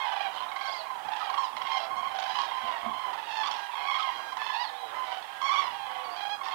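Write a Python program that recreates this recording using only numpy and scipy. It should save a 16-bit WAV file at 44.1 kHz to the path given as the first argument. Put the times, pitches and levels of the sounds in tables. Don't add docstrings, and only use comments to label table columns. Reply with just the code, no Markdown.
import sys
import numpy as np
from scipy import signal
from scipy.fft import rfft, irfft
from scipy.io import wavfile
from scipy.ndimage import uniform_filter1d

SR = 44100
rng = np.random.default_rng(int(sys.argv[2]) if len(sys.argv) > 2 else 0)


def put_to_file(sound):
    columns = np.atleast_2d(sound).T
    safe = np.clip(columns, -1, 1)
    whole_steps = np.round(safe * 32767)
    wavfile.write(sys.argv[1], SR, whole_steps.astype(np.int16))


N = 288414
TIME = np.arange(N) / SR


def undb(db):
    return 10 ** (np.asarray(db) / 20)


def unit(x):
    return x / np.sqrt(np.mean(x ** 2) + 1e-18)


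def gain_at(points, hz):
    f, db = np.transpose(points)
    return undb(np.interp(np.log(hz + 1e-3), np.log(f), db))


def noise(points):
    spectrum = rfft(rng.standard_normal(N)) * gain_at(points, np.fft.rfftfreq(N, 1 / SR))
    return unit(irfft(spectrum, N))


def band(x, lo_hz, hi_hz, order=3):
    return signal.sosfilt(signal.butter(order, [lo_hz, hi_hz], "band", fs=SR, output="sos"), x)


def wander(t, rate):
    knots = rng.standard_normal(size=512)
    return np.interp(t * rate, np.arange(len(knots)), knots)


def add(track, start, sound):
    i = int(start * SR)
    lo, hi = max(i, 0), min(i + len(sound), N)
    if hi > lo:
        track[lo:hi] += sound[lo - i:hi - i]


def fade(t, rise, fall):
    nearest_end = np.minimum(t / rise, (t[-1] - t) / fall)
    return np.sin(np.pi / 2 * np.clip(nearest_end, 0, 1))


def arch(length, first, middle, last, rise, fall):
    t = np.arange(int(max(length, .02) * SR)) / SR
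    pitch = np.polyval(np.polyfit([0, .5, 1], [first, middle, last], 2), t / t[-1])
    return t, pitch, unit(fade(t, rise, fall))


# (per Hz, relative)
HISS_SPECTRUM = [(30, -14), (300, -1), (3000, 1), (8000, 0.5), (12000, -1), (16000, -3.5)]


def hiss():
    return undb(-59) * np.array([noise(HISS_SPECTRUM), noise(HISS_SPECTRUM)])


# (per Hz, relative)
AIR_SPECTRUM = [(25, -28), (70, -10), (200, -9.5), (350, -2), (520, 2), (700, 11), (1200, 11.5), (3000, -7),
                (7000, -30)]


def country_air():
    return undb(-47.5) * noise(AIR_SPECTRUM) * undb(2.66 * wander(TIME, 8.1))


# t/s, level/dB (relative), decay t/s
BUMP_EVENTS = [(1.05, -59, 0.022), (1.529, -59, 0.069), (1.63, -63, 0.019), (1.9, -60, 0.26),
               (2.629, -55, 0.031), (2.83, -52.5, 0.029), (2.861, -44.5, 0.041), (5.7, -65, 0.37)]


def bumps(ring_db=0, ring_hz=229):
    push = np.zeros(N)
    for start, db, decay in BUMP_EVENTS:
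        onset = np.clip((TIME - start) / 0.004, 0, 1)
        dying = np.exp(-np.maximum(TIME - start - .02, 0) / decay)
        push += undb(db) * onset * dying
    ring = unit(np.sin(2 * np.pi * np.cumsum(ring_hz * (1 + 0.017 * wander(TIME, 60))) / SR))
    thud = unit(band(rng.standard_normal(N), 70, 490, order=2))
    strength = np.sqrt(push / push.max())
    return push * (undb(ring_db) * strength * ring + (1 - 0.79 * strength) * thud)


def rattle(t, rough, rate_hz=92, uneven=0.2233, depth=0.73, opening=0.34, closing=0.78):
    cycle = np.cumsum(rate_hz * (1 + uneven * wander(t, 50.5))) / SR % 1
    pulse = np.sin(np.pi / 2 * np.minimum(cycle / opening, 1)) ** 2 * (1 - cycle) ** closing
    share = np.clip(depth * rough, 0, 1)
    return unit(1 - share + share * unit(pulse))


# f/Hz, level/dB (relative)
WINDPIPE_COLOUR = [(500, 33.5), (800, -1.5), (1080, -2.5), (1350, 6.5), (1650, -5.5), (2200, -3),
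                   (2650, -4), (3300, 2), (3800, -8), (4500, -11), (5500, -19), (6500, -29), (8000, -36.5)]


def syrinx(t, pitch, rough, tilt_db, jitter=0.035, jitter_rate=380, shimmer=0.48, shimmer_rate=170,
           fading=0.32, build=0.1, count=8):
    phase = 2 * np.pi * np.cumsum(pitch * (1 + rough * jitter * wander(t, jitter_rate))) / SR
    rasp = np.exp(rough * shimmer * wander(t, shimmer_rate))
    pipe = np.exp(build * (2 * rng.random() - 1))
    partials = []
    for k in range(1, count + 1):
        heard_hz = k * pitch * (pipe if k > 2 else 1)
        gain = gain_at(WINDPIPE_COLOUR, heard_hz) * undb(tilt_db * np.log2(k))
        gain = gain * np.exp(fading * (.5 + rough) * wander(t, 44.2))
        partials.append(rasp * gain * np.sin(k * phase + 2 * np.pi * rng.random()))
    return partials[0], partials[1], sum(partials[2:])


# t/s, fundamentals level/dB, overtones level/dB
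CHORUS_LEVELS = [(0.0, -30.5, -39.5), (0.22, -37.5, -39), (0.36, -41.5, -49.5), (1.049, -42, -49.5),
                 (1.24, -33, -39.5), (1.55, -40, -51), (1.721, -32.5, -38.5), (1.88, -40.5, -54),
                 (2.05, -37.5, -43.5), (2.39, -35, -39.5), (2.55, -40, -42.5), (2.9, -39.5, -46),
                 (3.15, -40, -48), (3.3, -38.5, -42.5), (3.55, -35, -43), (3.7, -45.5, -47),
                 (3.8, -36.5, -40.5), (3.97, -36.5, -38.5), (4.15, -36.5, -42), (4.3, -46, -52),
                 (4.57, -36.5, -47.5), (4.75, -44.5, -49), (5.43, -43, -46.5), (5.57, -37.5, -38),
                 (5.78, -39, -47), (5.95, -36, -42.5), (6.12, -40.5, -49), (6.25, -49, -48.5),
                 (6.41, -45, -64), (6.54, -41.5, -50)]
CHORUS_DB, CHORUS_OVER_DB = -4.5, -4.5


def chorus(low_hz=835, high_hz=1020, spread=.062, roll_rate=23, rough=0.593, far_tilt_db=-3, count=200):
    lows, highs = np.zeros(N), np.zeros(N)
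    for k in range(count):
        place, span, grit = rng.random(size=3)
        tune, size = rng.standard_normal(2)
        hz = (low_hz, high_hz)[k % 2] * np.exp(spread * np.clip(tune, -2, 2))
        call_rough = rough * (.5 + grit)
        t, pitch, swell = arch(.14 + .14 * span, hz, hz, .92 * hz, rise=0.0022, fall=0.049)
        rolled = np.clip(1.38 * (1 - t / t[-1]), 0, 1)
        swell = swell * undb(0.5 * size) * (1 - rolled * np.sin(np.pi * roll_rate * t) ** 2)
        swell = swell * rattle(t, call_rough)
        low, octave, upper = syrinx(t, pitch, call_rough, far_tilt_db)
        start = (k + place) / count * (N / SR + .2) - .2
        add(lows, start, swell * low)
        add(highs, start, swell * (octave + upper))
    s, low_levels, over_levels = np.transpose(CHORUS_LEVELS)
    db, over_db = np.interp(TIME, s, low_levels), np.interp(TIME, s, over_levels)
    lows, highs = (v / np.sqrt(uniform_filter1d(v ** 2, size=SR // 16) + 1e-6) for v in (lows, highs))
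    return undb(db + CHORUS_DB) * lows + undb(over_db + CHORUS_OVER_DB) * highs


def peep(length, top_hz, rise, drop, quaver=0.019, flutter_db=3):
    t, pitch, swell = arch(length, top_hz * (1 - rise), top_hz, top_hz * (1 - drop), rise=0.002, fall=0.016)
    phase = 2 * np.pi * np.cumsum(pitch * (1 + quaver * wander(t, 412))) / SR
    return swell * unit(undb(flutter_db * wander(t, 183)) * np.sin(phase))


# start t/s, peeps [count], slur length t/s, top f/Hz (before the arch of the train),
# slur rise, slur fall [shares of the top pitch; negative bends the other way], level/dB (relative)
WHISTLE_CALLS = [(.346, 2, .03, 4100, .1, .05, -54), (.488, 0, .022, 3850, .02, .1, -49.5),
                 (.625, 4, .05, 4850, -.03, .16, -48.5), (4.552, 2, .08, 4850, -.02, .22, -47.5),
                 (4.74, 0, .19, 3930, .12, .13, -54), (6.04, 0, .05, 4510, -.01, -.01, -55),
                 (6.1, 0, .052, 4720, .07, -.05, -55), (6.145, 0, .095, 4220, -.09, .17, -55.5)]
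PEEP_S = .038
PEEP_RISE, PEEP_DROP, WHISTLE_ARCH = .2, .01, .11


def whistles(level_db=-2.0, swell_db=1):
    out = np.zeros(N)
    for start, count, length, top_hz, rise, fall, db in WHISTLE_CALLS:
        for k in range(count + 1):
            hz = top_hz * (1 - WHISTLE_ARCH * ((2 * k - count) / max(count, 1)) ** 2)
            if k < count:
                tone = peep(PEEP_S, hz, PEEP_RISE, PEEP_DROP)
            else:
                tone = peep(length, hz, rise, fall)
            add(out, start + k * PEEP_S, undb(db + level_db + swell_db * (k - count / 2)) * tone)
    return out


def voice(t, pitch, rough, octave_db, upper_db, own_tilt_db, tilt_db=4, blare=0.32):
    rough = np.clip(rough, 0, 1)
    slope_db = tilt_db + own_tilt_db + blare * upper_db
    low, octave, upper = syrinx(t, pitch, rough ** 1.3, slope_db)
    hz = np.fft.rfftfreq(len(t), 1 / SR)
    colour = gain_at(WINDPIPE_COLOUR, hz) * undb(slope_db * np.log2(1 + hz / pitch[0]))
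    colour = colour * (hz > 1.2 * pitch[0]) * (hz < 8000)
    turbulence = irfft(rfft(rng.standard_normal(len(t))) * colour, len(t))
    share = np.clip(rough - .55, 0, 1)
    brass = np.sqrt(1 - share) * unit(upper) + np.sqrt(share) * unit(turbulence)
    return rattle(t, rough) * (unit(low) + undb(octave_db) * unit(octave) + undb(upper_db) * brass)


SCOOP, SCOOP_S, FALL_POWER = 0.025, 0.0114, 2.81
ATTACK_S, RELEASE_S = 0.0031, 0.025
TOOT_S, TOOT_ATTACK_S, TOOT_RELEASE_S, TOOT_FALL = 0.014, 0.0017, 0.0047, 0.0051


def note(length, hz, scoop, fall, octave_db, upper_db, rough, attack, release, tilt_db=0,
         clear_db=2, waver=0.0014, rough_waver=0.01167, waver_rate=45):
    t = np.arange(int(max(length, .005) * SR)) / SR
    drift = (waver + rough_waver * rough ** 2) * wander(t, waver_rate)
    pitch = hz * (1 - scoop * np.exp(-t / SCOOP_S) - fall * (t / t[-1]) ** FALL_POWER + drift)
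    ring_db = clear_db * np.clip(1 - 2 * rough, 0, 1)
    return unit(fade(t, attack, release)) * voice(t, pitch, rough, octave_db, upper_db + ring_db, tilt_db)


# start t/s, length t/s, pitch f/Hz, final fall [share of pitch],
# level/dB, octave level/dB, upper partials level/dB, roughness [0 = clear, 1 = rough, can exceed 1]
CRY_NOTES = [(0, 0.083, 1087, 0.14, -38, -10, -11, 0.45), (.005, 0.16, 791, 0.06, -44, -7, -24, 0.86),
             (0.328, 0.13, 1038, 0, -41.5, -24, -7, 1.18), (0.556, 0.15, 803, 0.04, -48.5, 1.5, -1.5, 0.82),
             (0.68, 0.15, 690.5, 0.08, -47, -24, -6, 0.73), (0.858, 0.16, 1046, 0.26, -45, -28, -43, 0.4),
             (1.205, 0.044, 1300, 0.1, -41, -23, -26, 1), (1.68, 0.12, 815, 0.18, -43.5, -17, -5, 0.51),
             (1.798, 0.067, 686.3, 0.06, -45.5, -11, -1, 0.74),
             (2.279, 0.15, 988, 0.06, -40.5, -19, -8, 0.63),
             (2.639, 0.24, 697, 0.01, -45.5, -16, -8.5, 0.97),
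             (2.57, 0.14, 799, 0.08, -49.5, -6, -5.5, 0.2), (2.72, 0.068, 971, 0.16, -50.5, 0.5, -6, 0.37),
             (2.827, 0.12, 1084, 0.06, -37.5, -18, -30, 0.99),
             (2.931, 0.19, 1040, 0.07, -40, -15.5, -13, 0.45),
             (3.555, .125, 811.6, 0.03, -46, -4, -8, 0.35), (4.019, .1, 1083, 0.18, -36.5, -11, -15, 0.37),
             (3.984, 0.054, 1328, 0.37, -38, -29, -4, 0.94), (4.06, 0.285, 815, 0.03, -53, 1.5, 0, 0.1),
             (4.386, 0.2, 875, 0.02, -47, 1.5, 0.5, 0.68), (4.66, 0.126, 890, 0.11, -59, 1.5, -16, 0.2),
             (4.682, 0.18, 798, 0.07, -46, -28, -26, 0.82),
             (4.711, .19, 495, 0.14, -60.5, -17, -21.5, 0.34),
             (4.943, 0.22, 1035, 0.13, -43.5, -12, -12, 0.67),
             (5.045, 0.16, 777, 0.05, -45, -9, -4.5, 0.83),
             (5.29, 0.19, 808.6, 0.02, -52.5, -0.5, -14, 0.12),
             (5.72, 0.17, 799, 0.01, -47, -8, -9.5, 0.05), (5.862, 0.26, 517.5, 0.12, -58, -10, 0, .6),
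             (5.881, 0.32, 1120, 0, -49, -14, -18, 0.35), (6.432, 0.11, 947, 0.12, -47, -7, -0.5, 1.35)]


def cries(level_db=0.45, swell_share=0.04):
    out = np.zeros(N)
    for start, length, hz, fall, db, octave_db, upper_db, rough in CRY_NOTES:
        attack = ATTACK_S + swell_share * length * rough
        cry = note(length, hz, SCOOP, fall, octave_db, upper_db, rough, attack, RELEASE_S)
        add(out, start, undb(db + level_db) * cry)
    return out


# start t/s, length t/s, pitch f/Hz, level/dB,
# upper partials level/dB, roughness [0-1]
TOOT_NOTES = [(0.36, 0.0095, 1010, -43, -2, 0.4), (0.856, 0.024, 1095, -41, -33, 0.36),
              (0.902, 0.018, 1073, -39.5, -24, 0.5), (1.047, 0.017, 860, -38.5, -14.5, 0.4),
              (1.084, 0.012, 812, -34.5, -14, .3), (1.117, 0.013, 898, -34, -15, 0.7),
              (1.132, 0.0086, 900, -33, -10.5, 0.8), (1.375, 0.01, 1094, -35, -6, 0.6),
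              (1.579, 0.0081, 990, -39.5, -10, .5), (1.768, 0.019, 807, -37.5, -4, 0.55),
              (2.276, 0.0085, 1000, -48, -3, 0.8), (2.294, 0.0074, 1000, -43, -2, 0.86),
              (2.353, .01, 1050, -44, 3.5, 0.8), (2.385, 0.01, 1082, -45, 4.5, 0.9),
              (2.415, .008, 1037, -44, 3, .7), (2.433, 0.0074, 1000, -43, -4, 0.4),
              (2.518, 0.0053, 1030, -35.5, -25, 0.5), (3.431, 0.017, 1142, -36, -3.5, 0.9),
              (3.448, 0.022, 1104, -38, -3, 0.9), (3.47, 0.017, 1160, -36.5, -1, 0.9),
              (3.487, 0.011, 1107, -38, -22, 0.7), (3.51, 0.015, 1103, -43, 4, 0.9),
              (3.526, 0.0096, 1164, -48, 5, 0.9), (3.539, 0.0076, 1190, -54, 11, 0.7),
              (3.564, 0.0089, 1108, -51, 6, 0.6), (3.582, .008, 1120, -54, 0, .7),
              (4.489, 0.023, 1038, -34.5, -11.5, 0.7), (5.415, 0.0085, 1104, -32.5, -9, 0.5),
              (5.224, .008, 886, -48.5, 0, .6), (6.481, 0.007, 1026, -36.5, -10, 0.65)]
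TOOT_OCTAVE_DB = -13


def toots(level_db=-1, release_s=0.004):
    out = np.zeros(N)
    for start, length, hz, db, upper_db, rough in TOOT_NOTES:
        toot = note(length, hz, SCOOP, TOOT_FALL, TOOT_OCTAVE_DB, upper_db, rough, TOOT_ATTACK_S, release_s)
        add(out, start, undb(db + level_db) * toot)
    return out


# [list of t/s, pitch f/Hz, level/dB]
BENT_CALLS = [(-19, -20, -5, 0.14, .3, [(2.53, 1050, -50), (2.6, 1075, -46), (2.67, 1045, -37),
              (2.71, 1000, -38), (2.75, 933, -43), (2.8, 880, -51)]),
              (-6.5, -4.5, 6, 0.56, 0.6, [(3.285, 884, -48), (3.33, 886, -42.5), (3.39, 877, -39),
              (3.42, 856, -39.5), (3.445, 860, -46)]), (-7, -8, 2, 0.4, .6, [(3.752, 1091, -39),
              (3.79, 1045, -46.5), (3.85, 1100, -42.5), (3.9, 1119, -33.5), (3.922, 1051, -37.5),
              (3.95, 1122, -32.5), (3.975, 1044, -35.5), (3.995, 1060, -45)]),
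              (-8.5, -7.5, -0.5, 0.34, 0.53, [(4.53, 893, -39), (4.561, 896, -37), (4.595, 947, -39),
              (4.62, 988, -34.5), (4.634, 941, -38), (4.65, 843, -35.5), (4.67, 870, -42)]),
              (-9.5, -10, 3.5, 0.43, 0.43, [(5.424, 1059, -36), (5.452, 1105, -30), (5.473, 1115, -30.5),
              (5.496, 1045, -32), (5.512, 1118, -31), (5.536, 1188, -32.5), (5.556, 1085, -32.5),
              (5.574, 1124, -30), (5.595, 1152, -31), (5.624, 1060, -34), (5.66, 1008, -38.5),
              (5.7, 986, -39)])]


def bends(level_db=0):
    out = np.zeros(N)
    for octave_db, upper_db, tilt_db, rough, beat, course in BENT_CALLS:
        s, hz, db = np.transpose(course)
        t = np.arange(int((s[-1] - s[0]) * SR)) / SR
        ends = np.clip(np.minimum(t / ATTACK_S, (t[-1] - t) / RELEASE_S), 0, 1)
        swell = undb(np.interp(s[0] + t, s, db) + level_db) * ends
        pitch = uniform_filter1d(np.interp(s[0] + t, s, hz), size=SR // 100)
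        add(out, s[0], swell * rattle(t, beat) * voice(t, pitch, rough, octave_db, upper_db, tilt_db))
    return out


YODEL_SCOOP, YODEL_FALL, YODEL_STRAIN = 0.049, 0.017, 3.5
OPENING_FLAT, OPENING_DB, OPENING_DULL_DB = 0.0055, -2, -1.5
# start t/s, toots [count], toot spacing t/s, slur [0-1], toot accent level/dB, held t/s, pitch f/Hz,
# final fall [share of pitch], level/dB, octave level/dB, upper partials level/dB,
# their tilt [dB an octave, added to the voice's own], roughness [0-1]
ROLLED_CALLS = [(.079, 3, 0.042, 0.33, -2, 0.08, 829.5, 0.12, -33.5, -14, -7.5, -10, 0.5),
                (0.514, 3, 0.047, 0, 5, 0.135, 1092, 0.09, -40.5, -4, -9.5, 6, 0.15),
                (1.161, 1, 0.033, 0.16, 9, 0.098, 903, 0.04, -47, -5, -4.5, 6, 1),
                (1.297, 2, 0.042, 0, 2.5, 0.089, 1084, 0.16, -32.5, -23, -12.5, 8, 0.5),
                (1.566, 3, 0.05, 0, 2.5, 0.0837, 1073, 0.05, -37, -5.5, -4, -1.5, 0.35),
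                (1.899, 2, 0.065, 0.66, 3.5, 0.071, 1099, 0.07, -36, -16, -17, 5, 0.11),
                (2.147, 3, 0.038, 0.36, 5, 0.075, 810, 0, -43, -6, -3, 6.5, 0.59),
                (2.352, 1, 0.033, 0, 5, 0.088, 1088, 0.03, -33.5, -23, -13, 3, 0.61),
                (2.507, 1, 0.04, 0.28, 5, 0.06, 1053, 0.1, -39, -12, -13, 1, 0.56),
                (3.128, 1, 0.047, 0.07, 9, 0.037, 939, 0.14, -39, -12.5, -11.5, 1, 0.9),
                (3.692, 2, .041, 0.04, 9, 0.088, 978, 0.01, -42.5, -19, -15, -3, 0.9),
                (4.32, 3, 0.048, 0.07, 3, 0.012, 1051, 0, -35.5, -12.5, -13.5, 6, 0.2),
                (6.161, 3, 0.044, 0.82, 0, 0.069, 838.5, 0.045, -36.5, -10, -5.5, 2, 0.18),
                (6.409, 2, 0.05, 0.12, -2.5, 0.085, 1102, 0.44, -31, -12, -14.5, -2, 0.7)]


def rolls(level_db=-3.0, toot_rough=0.74, toot_bright_db=0.0, punch=0.99, punch_s=0.011,
          slur_attack_s=0.0033):
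    out = np.zeros(N)
    for (start, count, spacing, slur, accent_db, held, hz, fall,
         db, octave_db, upper_db, tilt_db, rough) in ROLLED_CALLS:
        length = TOOT_S + slur * (spacing - TOOT_S)
        grit = rough + (1 - slur) * toot_rough
        swoop = slur * (1 + YODEL_STRAIN * rough)
        scoop, attack = SCOOP + swoop * YODEL_SCOOP, TOOT_ATTACK_S + slur * slur_attack_s
        for k in range(count):
            opening = k == 0
            brass_db = upper_db + (1 - slur) * toot_bright_db + opening * OPENING_DULL_DB
            toot = note(length, hz * (1 - opening * OPENING_FLAT), scoop, TOOT_FALL + swoop * YODEL_FALL,
                        octave_db, brass_db, grit, attack, TOOT_RELEASE_S, tilt_db)
            add(out, start + k * spacing, undb(db + accent_db + opening * OPENING_DB) * toot)
        last = note(held, hz, scoop, fall, octave_db, upper_db, rough, attack, RELEASE_S, tilt_db)
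        accent = 1 + (1 - slur) * punch * np.exp(-np.arange(len(last)) / SR / punch_s)
        add(out, start + count * spacing, undb(db) * accent * last)
    return undb(level_db) * out


def fields(x, ground_s=.0065, ground_db=-12, scatter_db=-11, t60=0.28):
    t = np.arange(SR) / SR
    tail = band(rng.standard_normal(SR), 110, 9300, order=1)
    tail = tail * np.exp(-np.log(1000) * t / t60) * np.minimum(t / 0.026, 1)
    scatter = signal.fftconvolve(x, tail / np.sqrt(np.sum(tail ** 2)))[:N]
    delay = ground_s * (1 + 0.1266 * wander(TIME, 3))
    bounce = np.interp(TIME - delay, TIME, band(x, 460, 9300, order=1), left=0)
    return x + undb(ground_db) * bounce + undb(scatter_db) * scatter


BIRDS_LOW_HZ, BIRDS_TOP_HZ = 375, 7860
# left level/dB, right level/dB
CHANNEL_DB = (-52, 6.5)


def scene():
    birds = fields(cries() + rolls() + toots() + bends() + whistles() + chorus())
    birds = band(birds, BIRDS_LOW_HZ, BIRDS_TOP_HZ, order=6)
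    heard = birds + country_air() + bumps()
    return undb(CHANNEL_DB)[:, None] * heard + hiss()


def record(dry, top_hz=15750):
    return signal.sosfilt(signal.ellip(10, .2, 80, top_hz, fs=SR, output="sos"), dry)


dry = scene()
out = record(dry)
put_to_file(out)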